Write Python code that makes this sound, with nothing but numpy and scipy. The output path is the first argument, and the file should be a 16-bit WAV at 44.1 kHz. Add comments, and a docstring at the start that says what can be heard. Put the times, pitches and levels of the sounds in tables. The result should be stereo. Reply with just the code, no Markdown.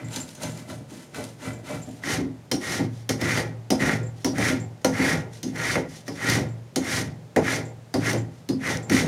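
"""Wood is shaved in rasping strokes: a drawknife first, then, louder, a spokeshave that mostly knocks, then cuts.
The billet is clamped in a bench vice: rough forces from the edge and short blows set ringing modes going,
so the bench booms, the billet rings and the blade chatters, while filtered noise makes the tearing fibres.
A loose steel part of the tool jingles as it is lifted back; sparse reflections and a soft hush make a small
brick workshop."""
import sys
import numpy as np
from scipy import signal
from scipy.fft import rfft, irfft
from scipy.io import wavfile
from scipy.ndimage import uniform_filter1d

SR = 44100
rng = np.random.default_rng(int(sys.argv[2]) if len(sys.argv) > 2 else 0)


def wav_record(signal):
    """Record a signal, one row per channel, as 16-bit PCM in the file named by sys.argv[1]."""
    frames = np.transpose(np.atleast_2d(signal))
    bounded = np.clip(frames, -1, 1)
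    # unit amplitude maps onto the largest positive 16-bit level
    quanta = np.round(bounded * 32767).astype(np.int16)
    wavfile.write(sys.argv[1], SR, quanta)


def ratio(d):
    """dB to gain"""
    e = np.asarray(d, float) / 20
    return 10 ** e


N = 399987

# Steel meets wood as the tool lands or catches. Each row: time in seconds, relative blade level in dB,
# relative crack level in dB, crack pitch in Hz.
KNOCKS = [(0.1593, -38, -27.5, 4870), (0.3504, -65, -40.5, 6500), (0.4314, -45, -29, 6600),
          (0.6972, -46, -43, 3230), (1.1449, -30, -36.5, 4210), (1.2399, -54, -49, 3100),
          (2.0358, -24, -40, 5400), (2.5139, -24.5, -17.5, 5490), (3.0911, -17, -18, 5525),
          (3.2127, -39, -28, 5500), (3.3748, -20, -28, 3030), (3.703, -22.5, -17.5, 5510),
          (4.2452, -26.5, -19.5, 5720), (4.3813, -27, -28.5, 6080), (4.814, -55, -50.5, 6770),
          (4.8454, -16.5, -18, 6080), (5.4296, -38, -27.5, 6200), (5.5583, -43, -38, 5840),
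          (5.754, -14, -33, 3050), (6.0793, -31, -31.5, 5450), (6.2677, -24, -41, 5800),
          (6.298, -30, -19, 5470), (6.7589, -25, -19, 6700), (7.3615, -14, -26, 7280),
          (7.9398, -24.5, -25.5, 4800), (8.13, -43, -26.5, 5900), (8.4882, -39, -28, 4750),
          (8.8966, -18.5, -26.5, 5930)]
# The work jolts in the vice as the tool lands, catches or runs out. Each row: time in seconds,
# then the relative levels of bench frame, bench top and billet in dB.
JOLTS = [(0.019, -31.5, -60, -57), (.159, -34, -34.5, -40.5), (0.432, -31.5, -40, -36),
         (0.696, -33, -45, -39.5), (0.801, -40, -48, -52), (.91, -50, -35.5, -48), (1.18, -49, -45, -32.5),
         (1.241, -59, -47, -56), (1.459, -27, -39, -51), (1.695, -48, -45, -32), (1.729, -30, -40, -43),
         (1.87, -44.5, -33, -43), (2.035, -53, -36, -53), (2.18, -37, -20.5, -36.5), (2.2, -33.5, -27, -44),
         (2.513, -40, -23, -28), (2.79, -24.5, -21.5, -28.5), (3.092, -26.5, -26, -25.5),
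         (3.212, -24.5, -23.5, -31.5), (3.375, -31, -39, -29), (3.53, -39, -60, -62),
         (3.703, -34, -20, -23.5), (3.811, -19.5, -26.5, -31), (3.991, -26, -49, -42),
         (4.245, -26, -23, -25), (4.321, -25.5, -34, -46), (4.38, -36, -23, -28.5),
         (4.518, -31, -30.5, -40), (4.814, -60, -64, -65), (4.845, -32, -21, -18.5),
         (4.989, -41, -21.5, -28), (5.13, -32, -37, -35), (5.431, -34, -29, -44), (5.45, -37, -32, -53),
         (5.549, -31, -49, -55), (5.753, -50, -25.5, -22.5), (6.079, -37, -31.5, -34),
         (6.27, -26, -27.5, -47), (6.36, -24, -23, -31.5), (6.55, -39.5, -52, -55),
         (6.759, -35, -21.5, -30), (7.01, -24, -32.5, -48), (7.3615, -26.5, -22, -16.5),
         (7.94, -23, -20.5, -21.5), (8.13, -23.5, -26, -27.5), (8.488, -29.5, -21.5, -37),
         (8.70, -40, -37, -30.5), (8.897, -35, -19, -33), (8.921, -36, -22, -39), (8.969, -26, -40, -51),
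         (9.029, -36, -27, -35)]
SWAP_S = 2.034  # the spokeshave takes over
WITH_SHAVE = np.arange(N) > SWAP_S * SR


def evened(x):
    """Bring a signal to rms 1."""
    return x / np.sqrt(np.mean(x ** 2) + 1e-20)


def read(points, hz):
    """Read a curve as straight lines on a log-frequency axis."""
    f, value = np.transpose(points)
    return np.interp(np.log(hz + 1), np.log(f + 1), value)


def colour(x, points):
    """Minimum-phase filter with the given dB shape, taps scaled to energy 1."""
    shape_db = read(points, abs(np.fft.fftfreq(4096, 1 / SR)))
    log_gain = np.log(ratio(np.maximum(shape_db, -100)))
    taps = np.fft.ifft(np.exp(np.conj(signal.hilbert(log_gain)))).real[:2048]
    return signal.oaconvolve(x, taps / np.linalg.norm(taps))[:N]


def ring(force, modes, wander_db):
    """The force sets the dying modes of a part going; each takes more or less as the contact moves along."""
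    out, energy = np.zeros(N), 0
    steps = np.arange(0, N + 2000, 2000)
    wander = rng.standard_normal((len(modes), len(steps)))
    for (hz, db, t60), chance in zip(modes, wander):
        r = ratio(-60 / (t60 * SR))
        turn = 2 * np.pi * hz / SR
        share = ratio(db + wander_db * np.interp(np.arange(N), steps, chance))
        out += signal.lfilter([np.sin(turn)], [1, -2 * r * np.cos(turn), r * r], share * force)
        energy += ratio(2 * db) / (2 - 2 * r * r)
    return out / np.sqrt(energy)


def effort(part):
    """Force on one part along time: every cut bites, swells and falls away; every blow leaves a shudder."""
    # The driven parts in order: bench frame, bench top, billet, blade, fibres and the fibres' treble.
    parts = ["frame", "top", "billet", "blade", "fibres", "fizz"]
    # The edge cuts. Each row: start in seconds, length in seconds, relative blade chatter in dB,
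    # relative fibre tearing in dB, swell while the edge sinks in dB.
    cuts = [(0.0, 0.089, -50, -60, -6), (0.115, 0.077, -45, -39, 8), (0.423, 0.046, -42, -38.5, -1.5),
            (0.566, 0.026, -49, -47, 2), (0.69, 0.025, -45, -44, 4), (.90, 0.12, -55.5, -50, 4),
            (1.145, 0.033, -39.5, -41, 11), (1.23, 0.019, -69, -45, 3), (1.395, 0.081, -38.5, -42.5, 19),
            (1.649, 0.089, -40, -42.5, 13.5), (2.034, 0.11, -31, -28, 19.5), (2.615, .16, -33, -30.5, 13.5),
            (3.209, 0.19, -29.5, -32, 9), (3.807, 0.13, -29, -34, 2.5), (4.352, 0.15, -27.5, -28.5, 19.5),
            (4.936, 0.2, -27, -30, 14.5), (5.547, 0.2, -29.5, -30.5, 18.5), (6.152, 0.21, -27.5, -27, 31),
            (6.804, 0.19, -30.5, -28, 22.5), (7.415, 0.14, -29, -29.5, 21), (8, 0.11, -28.5, -29.5, 24),
            (8.598, 0.13, -30, -31, 27.5), (8.92, 0.085, -28, -26, 5.5)]
    # The tool skims the wood without cutting. 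Each row: start in seconds, length in seconds,
    # relative fibre level in dB.
    skims = [(.27, 0.043, -47.5), (.345, .03, -55), (.49, .04, -56), (1.29, 0.027, -67), (5.462, .04, -49),
             (6.066, 0.019, -44.5), (6.145, .02, -45), (7.944, .05, -46), (8.31, 0.09, -61),
             (1.822, 0.16, -55), (2.913, 0.1, -53.5), (4.166, 0.087, -53), (5.325, 0.055, -47.5),
             (5.895, 0.087, -44)]
    # How each part follows a cut. Each row, one per part: offset in dB, rise in dB/s, share of the swell
    # [ratio], how early it swells [exponent], easing toward the end in dB, fall in dB/s.
    knife_cut = [(-0.5, 330, 1, 1.1, -1, 102), (2.5, 300, 1, 1.2, 1.5, 101), (-1.5, 300, 1, 1.5, 1.5, 90),
                 (-1.9, 500, 1, 3.4, 0, 162), (-3.2, 600, 0.56, 5.5, 1.5, 186),
                 (1.5, 600, 0.77, 2.3, 1, 148)]
    shave_cut = [(-0.5, 290, 0.65, 1.44, .3, 90), (-4, 330, 0.83, 2.2, 1.3, 130),
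                 (-5.5, 260, 0.58, 1.5, .3, 103), (2, 760, 0.89, 3.24, 4.5, 199),
                 (1, 800, 1, 2.07, 2.74, 230), (-1, 770, 0.94, 1.87, 3.9, 256)]  # same columns
    # How each part shudders on after a blow. Each row, one per part: offset in dB, fall in dB/s.
    shudder = [(-1.4, 127), (0.6, 199), (-1.24, 256), (-18.5, 246), (-16.5, 262), (-16, 250)]
    skim_blade_db, skim_swell_db = -11, 8  # blade over fibres; swell
    settle_s = 0.009  # from blow to shudder

    t = np.arange(0, N + 64, 64) / SR
    k = parts.index(part)
    skim_cuts = [(s, length, db + skim_blade_db, db, skim_swell_db) for s, length, db in skims]
    s, length, blade_db, fibre_db, swell_db = np.transpose(cuts + skim_cuts)[:, :, None]
    knife_law = np.array(knife_cut[k])[:, None, None]
    shave_law = np.array(shave_cut[k])[:, None, None]
    offset_db, rise, share, early, ease_db, fall = np.where(s < SWAP_S, knife_law, shave_law)
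    since, left = t - s, s + length - t
    cut_db = (fibre_db if part in ("fibres", "fizz") else blade_db) + offset_db
    cut_db = cut_db + rise * np.minimum(since, 0)  # climbs ahead of the start
    cut_db = cut_db - share * swell_db * np.clip(left / length, 0, 1) ** early
    cut_db = cut_db - ease_db * np.clip(since / length, 0, 1) ** 3
    cut_db = cut_db + fall * np.minimum(left, 0)

    if part in ("frame", "top", "billet"):
        rows, column = JOLTS, 1 + k
    else:
        rows, column = KNOCKS, 1 if part == "blade" else 2
    s, db = np.transpose(rows)[[0, column], :, None]
    offset_db, fall = shudder[k]
    after = t - s - settle_s
    shake_db = np.where(after > 0, db + offset_db - fall * after, -200)
    power = ratio(2 * cut_db).sum(0) + ratio(2 * shake_db).sum(0) + 1e-12
    return uniform_filter1d(np.interp(np.arange(N) / SR, t, np.sqrt(power)), 200)


def grit(snaps_per_s, spread_db, smooth, judder_db):
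    """The edge snaps fibres one by one over a smooth rub, and judders as it bites."""
    size = ratio(spread_db * np.minimum(rng.exponential(1, N), 5))
    size = size * (rng.random(N) < snaps_per_s / SR)
    rub = rng.standard_normal((2, N))
    force = np.sqrt(1 - smooth) * evened(size * rub[0]) + np.sqrt(smooth) * rub[1]
    judder = uniform_filter1d(uniform_filter1d(rng.standard_normal(N), 300), 300)
    return evened(force * ratio(judder_db * evened(judder)))


def blows(times, levels_db, rise_s, last_s, boost_db, pitch_hz=0, tuned=0, ragged=0):
    """Short ragged bursts of force, another for every blow; where it lands favours one pitch, pure or smeared."""
    t, force = np.arange(4000) / SR, np.zeros(N + 4000)
    shape = (1 - np.exp(-t / rise_s)) * np.exp(-t / last_s)
    noise, slip = rng.standard_normal((len(times), 2, 4000)).transpose(1, 0, 2)
    phase = 2 * np.pi * np.outer(pitch_hz, t) + ragged * np.cumsum(slip, 1)
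    bursts = noise + tuned * np.sin(phase)
    for s, db, burst in zip(times, levels_db, bursts):
        force[round(s * SR):][:4000] += ratio(db + boost_db) * shape * burst
    return force[:N]


def jolt_force(levels_db):
    """A jolt pushes the clamped work in a soft burst with a low pitch in it."""
    s = np.transpose(JOLTS)[0]
    return blows(s, levels_db, 0.006, 0.0097, 4.8, 279.5 + 0 * s, tuned=0.24)


def bench_boom():
    """Cuts and jolts set the low modes of the bench frame and the bench top going."""
    # Modes of the frame. Each row: pitch in Hz, relative level in dB, t60 in seconds.
    frame_modes = [(54, -4, 0.35), (75.3, -11, 0.44), (93.3, -23, 0.45), (99.3, -6.5, 0.45),
                   (115.54, 2.5, 0.63), (140.9, 1.5, 0.28), (160, 1.5, 0.36)]
    top_modes = [(193.2, -35, 0.41), (217.7, -1.5, 0.41), (246.5, -2, 0.1), (263.8, 6.5, 0.21),
                 (286, 3, 0.15), (317, -2, 0.18), (340.7, -3.5, 0.25)]  # same columns
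    thud = jolt_force(np.transpose(JOLTS)[2])
    sway = effort("frame") * grit(300, 2.15, 0.57, 0.74) + 0.08 * thud
    push = effort("top") * grit(300, 2.64, 0.59, 1.07) + 0.48 * thud
    return ring(sway, frame_modes, 0.7) + ring(push, top_modes, 1.9)


def billet_ring():
    """The dragged and jolted billet rings; its end grain answers a jolt without ringing."""
    # Modes of the billet under the spokeshave. Each row: pitch in Hz, relative level in dB, t60 in seconds.
    short_modes = [(392, 4.5, 0.14), (443.7, 1, 0.18), (511, 8.5, 0.084), (561.4, 7.5, 0.049),
                   (621, 7, 0.058), (680, 3.5, 0.038), (756, 5.5, 0.05), (796, -2.5, 0.1), (904, -8, 0.07),
                   (940, -48, 0.16)]
    # The billet clamped further out, under the drawknife; same columns.
    long_modes = [(348, -15, 0.11), (432, -17, 0.073), (475, 1, 0.1), (552, -3, 0.18), (609, 11, 0.067),
                  (644, 0, 0.04), (737, 1.5, 0.074), (845, -7, 0.18), (984, -8.5, 0.18)]
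    tap = jolt_force(np.transpose(JOLTS)[3])
    drag = effort("billet") * grit(600, 0.47, 0.96, 1.43) + 1.3 * tap
    middle = signal.butter(2, [800, 1600], "band", fs=SR, output="sos")
    clack = 0.27 * signal.sosfilt(middle, tap)
    return clack + ring(drag * WITH_SHAVE, short_modes, 2.1) + ring(drag * ~WITH_SHAVE, long_modes, 0.33)


def blade_chatter():
    """The bite of the edge and the knocks set the blade in use ringing."""
    # Modes of the spokeshave blade. Each row: pitch in Hz, relative level in dB, t60 in seconds.
    shave_modes = [(1380, -34, .06), (1410, -3.5, 0.23), (1542, 4.5, 0.036), (1714, 7, 0.041),
                   (1896, 16, 0.026), (1981, 3.5, 0.085), (2042, 8, 0.046), (2140, 3, 0.1),
                   (2343, -0.5, 0.084)]
    knife_modes = [(1370, -7, .04), (1384, 11, 0.046), (1520, 13, 0.045), (1710, 8, 0.04),
                   (2030, 21, 0.017), (2304, 11, 0.057), (2560, 4, .03), (2980, 5, .03), (3520, -2, .05),
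                   (3780, -10, .03), (4100, -5, .07)]  # same columns
    s, blade_db, _, _ = np.transpose(KNOCKS)
    bite = effort("blade") * grit(1500, 3.26, 0.61, 1.0) + blows(s, blade_db, 0.00081, 0.0036, 0.39)
    return ring(bite * WITH_SHAVE, shave_modes, 0.28) + ring(bite * ~WITH_SHAVE, knife_modes, 1.3)


def knock_forces():
    """A knock is a pitched crack, a longer rattle as the frame shakes on, and a bright tick of steel on wood."""
    s, _, crack_db, crack_hz = np.transpose(KNOCKS)
    crack = blows(s, crack_db, 0.001, 0.0046, -1.4, crack_hz, tuned=0.62, ragged=0.36)
    rattle = blows(s, crack_db, 0.0031, 0.035, -16.0, crack_hz, tuned=1.09, ragged=0.26)
    tick = np.diff(blows(s, crack_db, 0.00027, 0.0021, -12.0), 2, prepend=[0, 0])
    return crack, rattle, tick


def steel_ring(tear, crack, rattle):
    """The steel of the tool rings, more from a knock than from a cut."""
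    # Modes of the spokeshave frame. Each row: pitch in Hz, relative level in dB, t60 in seconds.
    frame_modes = [(3153, 3.5, 0.025), (3650, -8.5, 0.053), (4290, -0.5, 0.063), (4690, 9, 0.014),
                   (5084, 6, 0.037), (5430, 0, 0.013), (5705, 7, 0.013), (6150, 4, 0.016),
                   (6440, -1.5, 0.043), (8760, 5.5, 0.018)]
    knife_modes = [(4120, 6, 0.1), (4870, -31, 0.053), (6200, 8, 0.11), (6980, 10, 0.047)]  # same columns, drawknife
    struck = 0.15 * tear + 0.5 * crack + 0.6 * rattle
    return ring(struck * WITH_SHAVE, frame_modes, 4.9) + 1.4 * ring(struck * ~WITH_SHAVE, knife_modes, 3.1)


def torn_fibres(tear, crack, rattle, fibre_effort):
    """Tearing, knocks and single snaps become coloured noise whose treble follows an effort of its own."""
    # Spectrum of fibres torn by the drawknife. Each row: frequency in Hz, relative density in dB per Hz.
    knife_tear = [(530, -47), (900, 6), (1050, -7), (1100, -13), (1750, -3.5), (2100, -12.5), (2720, -5),
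                  (9740, -12), (15500, -28)]
    shave_tear = [(1530, -19.5), (2600, -5), (3280, -0.5), (3560, -0.5), (4760, -3.5), (5700, 2.5),
                  (7620, -3), (10400, -5.5), (15500, -22)]  # same columns, spokeshave
    # Single fibres break. Each row: time in seconds, relative level in dB, pitch in Hz.
    snaps = [(0.085, -29, 7640), (0.2003, -23, 5040), (0.2903, -27, 4440), (0.349, -38, 6100),
             (0.5744, -30, 4540), (0.8989, -46, 4190), (0.9702, -43, 7060), (1.2397, -21.5, 9780),
             (1.6417, -45, 5130), (1.8886, -32, 7800), (4.1874, -56, 7000), (5.3336, -28, 7100),
             (8.771, -13, 6050)]
    s, db, hz = np.transpose(snaps)
    snap = blows(s, db, 0.00038, 0.002, -11.5, hz, tuned=0.77, ragged=0.24)
    torn = tear + 0.98 * crack + 0.47 * rattle + snap
    fibres = 0.88 * colour(torn * WITH_SHAVE, shave_tear) + colour(torn * ~WITH_SHAVE, knife_tear)
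    dull = signal.sosfilt(signal.butter(2, 7000, fs=SR, output="sos"), fibres)
    return dull + effort("fizz") / fibre_effort * (fibres - dull)


def shaving():
    """Strokes and knocks drive bench, billet, blade, steel and fibres; the tool changes once."""
    fibre_effort = effort("fibres")
    tear = fibre_effort * grit(3000, 0.76, 0.87, 1.3)
    crack, rattle, tick = knock_forces()
    work = bench_boom() + billet_ring() + blade_chatter() + tick
    work = work + steel_ring(tear, crack, rattle) + torn_fibres(tear, crack, rattle, fibre_effort)
    # the work is too small to sound deeper
    return signal.sosfilt(signal.butter(5, 76, "high", fs=SR, output="sos"), work)


def jingle():
    """A loose part chatters against the steel: ragged bursts ring its high modes."""
    # Jingles. Each row: time in seconds, relative level in dB.
    jingles = [(0.044, -41), (0.111, -42), (0.201, -33), (0.4994, -43), (0.5631, -47), (1.5277, -41.5),
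               (1.549, -54), (1.816, -38.5), (1.8916, -52), (4.029, -44), (4.061, -48), (4.599, -39),
               (4.6294, -53), (5.1766, -50), (6.485, -48), (7.65, -41), (8.1734, -37), (8.1994, -55),
               (8.8256, -39)]
    # Modes of the loose part. Each row: pitch in Hz, relative level in dB, t60 in seconds.
    part_modes = [(5900, -22, .05), (7100, -0.5, 0.019), (7350, 2, 0.041), (7600, -11, 0.046)]
    s, db = np.transpose(jingles)
    return ring(blows(s, db, 0.00064, 0.026, -5), part_modes, 1.9)


def echoes(first_s, decay):
    """Two trains of sparse reflections, energy 1, each band dying at its own speed."""
    # Decay off the walls. Each row: frequency in Hz, t60 in seconds before the decay factor.
    walls = [(100, 0.28), (300, 0.27), (1000, 0.25), (3000, 0.37), (10000, 0.21)]
    taps = np.zeros((2, SR // 2))
    at = np.arange(round(first_s * SR), SR // 2 - 20, 20)
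    at = at + rng.integers(0, 20, (2, len(at)))
    np.put_along_axis(taps, at, rng.choice([-1., 1.], at.shape), 1)
    hz, t, z = signal.stft(taps, SR, nperseg=256)
    t60 = decay * read(walls, hz)[:, None]
    tail = signal.istft(z * ratio(-60 * t / t60), SR, nperseg=256)[1]
    return tail / np.linalg.norm(tail, axis=1, keepdims=True)


def shop_hush():
    """The quiet of the workshop: steady noise, heaviest in the bass."""
    # Spectrum of the hush. Each row: frequency in Hz, relative density in dB per Hz.
    shop = [(12, -83), (20, -51), (129, 6.5), (306, -5), (565, -7.5), (1160, -17.5), (1980, -19),
            (2920, -23.5), (7310, -27), (15500, -40.5)]
    return ratio(-49.5) * colour(rng.standard_normal(N), shop)


def scene():
    """Sum and difference of the two sides; other parts of the work face each side, and the walls reflect it."""
    # Stereo width. Each row: frequency in Hz, gain on the left-right difference in dB.
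    width = [(60, -23), (150, -16.5), (380, -12), (950, -6.5), (2380, -8), (5980, -10), (15000, -0.5)]
    # Stereo balance. Each row: frequency in Hz, left over right in dB.
    balance = [(60, -1), (180, -1), (550, 0.5), (1650, 0), (4970, -2), (15000, 2)]
    work, aside = shaving() + jingle(), shaving() + jingle()
    near, far = echoes(0.0005, 0.21), echoes(0.0066, 0.77)
    both = work + ratio(-19.5) * signal.oaconvolve(work, far[0])[:N] + shop_hush()
    apart = signal.oaconvolve(work, 0.5 * near[1] + 0.2 * far[1])[:N]
    apart = apart + 0.57 * aside + ratio(4.5) * shop_hush()
    size = N + 13  # a quick transform length
    hz = np.fft.rfftfreq(size, 1 / SR)
    both = rfft(both, size)
    apart = rfft(apart, size) * ratio(read(width, hz))
    lean = ratio(read(balance, hz) / 2)
    return np.array([irfft((both + apart) * lean), irfft((both - apart) / lean)])[:, :N]


def band_limit(x):
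    """A steep low-pass at the top of the band."""
    return signal.sosfilt(signal.butter(12, 16510, fs=SR, output="sos"), x)


def record(dry):
    """The top falls away steeply above 15.3 kHz, with a narrow dip near 8 kHz."""
    soft_top = signal.sosfilt(signal.butter(8, 15300, fs=SR, output="sos"), dry)
    mix = signal.lfilter(*signal.iirnotch(7900, 60, SR), soft_top)
    return band_limit(mix)


dry = scene()
out = record(dry)
wav_record(out)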